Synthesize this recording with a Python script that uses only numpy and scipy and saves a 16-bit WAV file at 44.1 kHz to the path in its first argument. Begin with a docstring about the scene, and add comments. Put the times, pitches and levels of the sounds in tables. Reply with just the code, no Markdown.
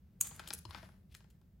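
"""One sharp snap, then knocks, scrabbling and dry rustles: two insects scuffle close by in a small room.
They are a large bush cricket and a leaf-like insect, on a twig lattice in a plastic box.
Bodies and legs knock on twigs and plastic and make them ring; claws scratch and wings rustle.
The lattice thumps softly under their weight, over a low room rumble and a faint hiss."""
import sys
import numpy as np
from scipy import signal
from scipy.fft import rfft, irfft
from scipy.io import wavfile

SR = 44100
rng = np.random.default_rng(int(sys.argv[2]) if len(sys.argv) > 2 else 0)


def unload_wav(signal):
    """Save mono or channel-first audio to the path in sys.argv[1] as 16-bit WAV at rate SR, clipped to [-1, 1]."""
    wavfile.write(
        sys.argv[1],
        SR,
        np.round(np.clip(np.atleast_2d(signal).T, -1, 1) * 32767).astype(np.int16),
    )


N = 70560
TIME = np.arange(N) / SR
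SPECTRUM_HZ = np.maximum(np.fft.rfftfreq(N, 1 / SR), 1)

# Brittle clicks: start_s, level_db
SNAP_CLICKS = [(0.205, -52), (.2085, -42.5), (0.2093, -39.5), (.2104, -37.5), (0.2105, -26), (.2122, -31),
               (0.2132, -36), (0.2125, -40), (0.2161, -45), (.2700, -48), (0.2727, -48.5), (.4760, -50),
               (.4860, -54), (1.149, -56.5), (1.3018, -73.5), (1.308, -76)]
# Tones each click rings with: pitch_hz, level_db, ring_s (time to fade by 60 dB)
SNAP_TONES = [(680, -34, 0.0071), (1253, -26, .0035), (2757, -21, .003), (4220, -26.5, 0.0046),
              (5240, -40, .004), (6720, -13, .0045), (7125, -4.5, .0035), (7750, -8, 0.0059),
              (8246, -7.5, .005), (9850, -14.5, 0.0018), (11600, -12, 0.0024), (12600, -11.5, 0.0032),
              (14000, -10.5, 0.002), (15300, -10.5, 0.0018)]
def snap():
    """Brittle clicks ring near 7 kHz. The first ones merge into one snap; faint ones follow."""
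    out = np.zeros(N)
    for start_s, level_db in SNAP_CLICKS:
        force = contact(chatter=0.66, chatter_s=0.00097)
        add(out, start_s, from_db(level_db) * ring(force, SNAP_TONES))
    return room(panned(out, left_db=0.96), echo_db=-10.5)


# Knocks: start_s, thud_db, clack_db, tick_db, top_db, chatter_s, left_db, part_pitch_hz, part_db
KNOCKS = [(.3110, -62, -61, -60.5, -75, 0.0042, 12.5, 945, -59),
          (0.3945, -58, -46.5, -50, -55.5, 0.006, 4.5, 1443, -53),
          (0.4748, -65, -58, -60, -60.5, 0.00064, 9, 3550, -51.5),
          (0.4863, -63, -75, -53, -64, 0.0022, 6, 3530, -64),
          (.5050, -53, -46, -43, -56, 0.0025, 6, 4710, -44.5),
          (.5290, -70, -55.5, -51.5, -56, 0.0024, 5.5, 1700, -58.5),
          (.5360, -56, -66, -78, -51, 0.0038, 2, 428, -56.5),
          (.6520, -54, -80, -48.5, -65.5, 0.0028, 8, 970, -51.5),
          (0.692, -67, -77, -72, -87, 0.0033, 4, 1077, -64),
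          (0.7079, -81, -71, -50, -77, 0.0044, 10, 1090, -54),
          (0.7468, -58, -46.5, -49, -73, 0.0015, 9.5, 926, -51),
          (.8290, -59, -58.5, -64.5, -75, .004, 4, 633, -59.5),
          (0.889, -69.5, -63, -76.5, -78, 0.00078, 3, 950, -67),
          (1.1494, -87, -67, -53.5, -64, 0.00055, 5.5, 1540, -63),
          (1.2050, -73.5, -71.5, -69.5, -86, 0.0056, 2.5, 945, -70.5),
          (1.2424, -75, -71, -77.5, -87, 0.0011, 11, 1740, -75.5),
          (1.4140, -101, -79, -83, -84, .002, 5, 950, -80.5)]
# Where the thud, clack, tick and top levels apply: pitch_hz
KNOCK_BANDS_HZ = [450, 1200, 4000, 9000]
# Tones of the twigs and plastic: pitch_hz, level_db, ring_s
BOX_TONES = [(185.2, -6.5, 0.09), (322, -3.5, .018), (607, -4.5, 0.013), (864, -4, 0.02), (1075, -8, 0.013),
             (1345, -5.5, .012), (1550, -5.5, 0.013), (2480, -6, 0.0065), (3190, -4, 0.0038),
             (4224, -5, 0.0033), (5070, -7, 0.0072), (6600, -6, 0.0023), (8350, -7.5, 0.0022),
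             (10330, -3.5, .0012), (14000, -10, 0.001)]
def knocks():
    """Each knock, dull or hard, rings the lattice and box, plus one tone of the part it hits."""
    part_ring_cycles = 9
    out = np.zeros((2, N))
    for start_s, *band_db, chatter_s, left_db, part_hz, part_db in KNOCKS:
        hardness = list(zip(KNOCK_BANDS_HZ, band_db))
        tones = [(hz, db + at_hz(hardness, hz), ring_s) for hz, db, ring_s in BOX_TONES]
        tones.append((part_hz, part_db, part_ring_cycles / part_hz))
        force = contact(chatter=1, chatter_s=chatter_s)
        add(out, start_s, panned(ring(force, tones), left_db))
    return room(out, echo_db=-10)


# The snap's tail (first three rows), then dry rustles: peak_s, level_db, rise_s, fall_s
CRACKLE_SWELLS = [(.224, -45.5, .006, 0.013), (.2715, -50.5, .003, 0.0072), (.292, -55, .006, .004),
                  (.352, -61, .012, 0.013), (.3635, -54, 0.00091, 0.0018), (.375, -73, .003, 0.013),
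                  (.479, -53.5, 0.0018, 0.018), (.5365, -35.5, 0.0025, 0.0045),
                  (.5502, -46.5, 0.0023, 0.0013), (.580, -56, .005, 0.0063), (.5902, -48.5, 0.0031, 0.0019),
                  (.709, -63, 0.012, 0.0068), (.84, -74.5, 0.068, 0.081), (1.125, -79, .007, 0.018),
                  (1.165, -67.5, .006, 0.02), (1.304, -76.5, .002, 0.017)]
# Their colour (how strong the lows and highs are): pitch_hz, relative_db
CRACKLE_COLOUR = [(300, -30), (2000, -19), (5000, -11), (7200, -7.5), (8800, -8), (10000, 0.5), (11000, -1),
                  (12500, -7.5), (16000, -16)]
def snap_tail_and_rustles():
    """The snap's bright, crackly tail fades in the room; after that, dry wings and legs rustle."""
    crackle = coloured(tiny_clicks(per_s=6400, spread_db=2.5), CRACKLE_COLOUR)
    return room(panned(swells(CRACKLE_SWELLS) * crackle, left_db=0.2), echo_db=-13.5)


# Single claw scrapes: peak_s, level_db, rise_s, fall_s
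SCRAPES = [(.250, -56, .004, .006), (.272, -53.5, 0.0041, 0.0058), (.472, -61, .005, .004),
           (1.124, -68.5, 0.012, .016), (1.1445, -57.5, 0.0011, 0.0056), (1.168, -71, .004, 0.0091),
           (1.3035, -72, 0.0009, 0.0085)]
# Their colour: pitch_hz, relative_db
SCRAPE_COLOUR = [(300, -15), (900, -10.5), (1600, -4.5), (2100, -3.5), (3000, 2.5), (4800, -2.5),
                 (7000, -10.5), (16000, -14)]
def scrapes():
    """A claw drags briefly over bark or plastic."""
    scratch = coloured(tiny_clicks(per_s=5400, spread_db=2.5), SCRAPE_COLOUR)
    return room(panned(swells(SCRAPES) * scratch, left_db=5.5), echo_db=-9.5)


# Loudness of the scrabbling: time_s, level_db
SCRABBLE_LEVEL = [(.2, -90), (.25, -57.5), (.29, -71), (.32, -65.5), (.37, -68), (.405, -61.5), (.46, -64),
                  (.55, -87), (.63, -100), (.68, -73.5), (.735, -60.5), (.783, -57.5), (.81, -68.5),
                  (.855, -65.5), (.88, -82), (.93, -78), (1.01, -91.5), (1.08, -96), (1.2, -83), (1.6, -99)]
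# Its colour: pitch_hz, relative_db
SCRABBLE_COLOUR = [(200, -5), (500, -5.5), (900, -1.5), (1900, -1), (3000, -6), (4800, -7), (7000, -18),
                   (8500, -22.5), (11000, -16.5), (16000, -26)]
def scrabble():
    """Claws catch and slip on the twigs, left of centre."""
    scratch = coloured(tiny_clicks(per_s=1500, spread_db=2.0), SCRABBLE_COLOUR)
    return room(panned(loudness(SCRABBLE_LEVEL) * scratch, left_db=5), echo_db=-6)


# Soft low thumps: start_s, pitch_hz, level_db, length_s
THUMPS = [(.03, 75.3, -56, 0.051), (.305, 164.6, -51.5, 0.042), (.465, 62, -55, 0.032),
          (.56, 80, -51, .055), (.648, 109, -48, 0.04), (.672, 86, -46, 0.059), (1.10, 68, -51.5, .055),
          (1.524, 66, -55, .055)]
def thumps():
    """The lattice gives under the insects: a low tone swells, sinks in pitch and fades."""
    pitch_drop = 0.12
    out = np.zeros(N)
    for start_s, pitch_hz, level_db, length_s in THUMPS:
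        progress = np.linspace(0, 1, int(length_s * SR))
        sinking_hz = pitch_hz * (1 - pitch_drop * progress)
        tone = np.sin(2 * np.pi * np.cumsum(sinking_hz) / SR)
        add(out, start_s, from_db(level_db) * np.sin(np.pi * progress) * tone)
    return out


# Loudness of the rumble: time_s, level_db
RUMBLE_LEVEL = [(0, -64), (.15, -62), (.3, -57.5), (.55, -58), (.63, -60), (.8, -57), (1.0, -61),
                (1.2, -61.5), (1.6, -63.5)]
# Colours of the rumble and the hiss: pitch_hz, relative_db
RUMBLE_COLOUR = [(15, -35.5), (30, -22), (48, -3), (70, -2), (105, -5), (150, -7), (195, -4), (245, -18),
                 (320, -22), (500, -27), (900, -39), (3000, -50.5), (16000, -68)]
HISS_COLOUR = [(500, 1.5), (2000, -4), (9000, -9), (12000, -7.5), (14000, 0), (16000, -3)]
def background():
    """A low room rumble grows a little during the scuffle, with a faint steady hiss."""
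    rumble = loudness(RUMBLE_LEVEL) * stereo_noise(RUMBLE_COLOUR)
    hiss = from_db(-83.5) * stereo_noise(HISS_COLOUR)
    return rumble + hiss


# How alike the background is in both ears: pitch_hz, likeness (1 = the same)
EAR_LIKENESS = [(60, 0.97), (180, .94), (400, .7), (1500, .4), (15000, .3)]
def stereo_noise(colour):
    """Steady noise, centred in the bass and wide in the treble."""
    alike = at_hz(EAR_LIKENESS, SPECTRUM_HZ)
    middle, side = rfft(rng.standard_normal((2, N)))
    spectrum = np.sqrt(1 + alike) * middle + np.sqrt(1 - alike) * side * [[1], [-1]]
    return coloured(irfft(spectrum, N), colour)


# How long the room rings: pitch_hz, ring_s
ROOM_RING = [(300, .38), (1500, .38), (7000, .42), (15000, .3)]
# Colour of its echoes: pitch_hz, relative_db
ROOM_COLOUR = [(100, -4.5), (500, 3), (900, -0.5), (1500, 4), (4000, -2), (7200, 3), (10000, -3.5),
               (15000, -2)]
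def room(x, echo_db):
    """Add quick echoes from box and table, alike in both ears, and the room's wide, fading tail."""
    onset_s, near_fade_s, near_db = 0.001, .012, -5
    t, edges_hz = TIME[:SR // 2], np.geomspace(100, 17000, 13)
    onset = 1 - np.exp(-(t / onset_s) ** 2)
    echoes = 0
    for low, high in zip(edges_hz, edges_hz[1:]):
        hz = np.sqrt(low * high)
        fade = from_db(-60 * t / at_hz(ROOM_RING, hz))
        noise = rng.standard_normal((3, len(t)))
        tail = noise[:2] * energy_one(fade * onset)
        near = from_db(near_db) * noise[2] * energy_one(np.exp(-t / near_fade_s) * onset)
        band = signal.butter(2, [low, high], "band", fs=SR, output="sos")
        echoes = echoes + from_db(at_hz(ROOM_COLOUR, hz)) * signal.sosfilt(band, tail + near)
    return x + from_db(echo_db) * signal.fftconvolve(x, echoes, axes=1)[:, :N]


def contact(chatter, chatter_s):
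    """The force of a hit: one click, then a dying spray of tiny touches."""
    t = TIME[:SR // 20]
    spray = rng.standard_normal(len(t)) * rng.exponential(1, len(t))
    return (t == 0) + chatter * energy_one(spray * np.exp(-t / chatter_s))


def ring(force, tones):
    """A force sets each tone ringing; filtering twice keeps the gaps between tones quiet."""
    level_window_s = .008  # a tone's level is its energy spread over this time
    out = 0
    for hz, db, ring_s in tones:
        decay = from_db(-60 / (ring_s * SR))
        resonator = [1, 0, -1, 1, -2 * decay * np.cos(2 * np.pi * hz / SR), decay * decay]
        out = out + from_db(db) * energy_one(signal.sosfilt([resonator, resonator], force))
    return out * np.sqrt(level_window_s * SR)


def tiny_clicks(per_s, spread_db):
    """Random clicks of uneven size."""
    clicks = (rng.random(N) < per_s / SR) * rng.choice([-1, 1], N)
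    return clicks * from_db(spread_db * np.minimum(rng.exponential(1, N), 3))


def swells(rows):
    """Loudness that rises to each peak and falls away again."""
    return sum(from_db(db) * np.exp(-np.maximum((peak_s - TIME) / rise_s, (TIME - peak_s) / fall_s))
               for peak_s, db, rise_s, fall_s in rows)


def loudness(rows):
    """Loudness that glides from one listed level to the next."""
    return from_db(np.interp(TIME, *np.transpose(rows)))


def coloured(x, colour):
    """Shape the lows and highs of x, then set its average power to 1."""
    shaped = irfft(rfft(x) * from_db(at_hz(colour, SPECTRUM_HZ)), N)
    return shaped / np.sqrt(np.mean(shaped ** 2) + 1e-20)


def panned(x, left_db):
    """Stereo pair with the left side louder by left_db."""
    gains = from_db([[left_db / 2], [-left_db / 2]])
    return x * gains / gains.mean()


def add(out, start_s, x):
    i = int(start_s * SR)
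    out[..., i:i + x.shape[-1]] += x[..., :N - i]


def at_hz(rows, hz):
    """Read a table's value at any pitch."""
    pitches, values = np.transpose(rows)
    return np.interp(np.log(hz), np.log(pitches), values)


def from_db(db):
    return 10 ** (np.asarray(db) / 20)


def energy_one(x):
    return x / np.sqrt(np.sum(x ** 2) + 1e-20)


def scene():
    """The scuffle over the sound of the room."""
    return background() + snap() + knocks() + snap_tail_and_rustles() + scrapes() + scrabble() + thumps()


def record(dry):
    """Cut the treble steeply above 16 kHz."""
    return signal.sosfilt(signal.ellip(10, .2, 80, 16000, fs=SR, output="sos"), dry)


dry = scene()
out = record(dry)
unload_wav(out)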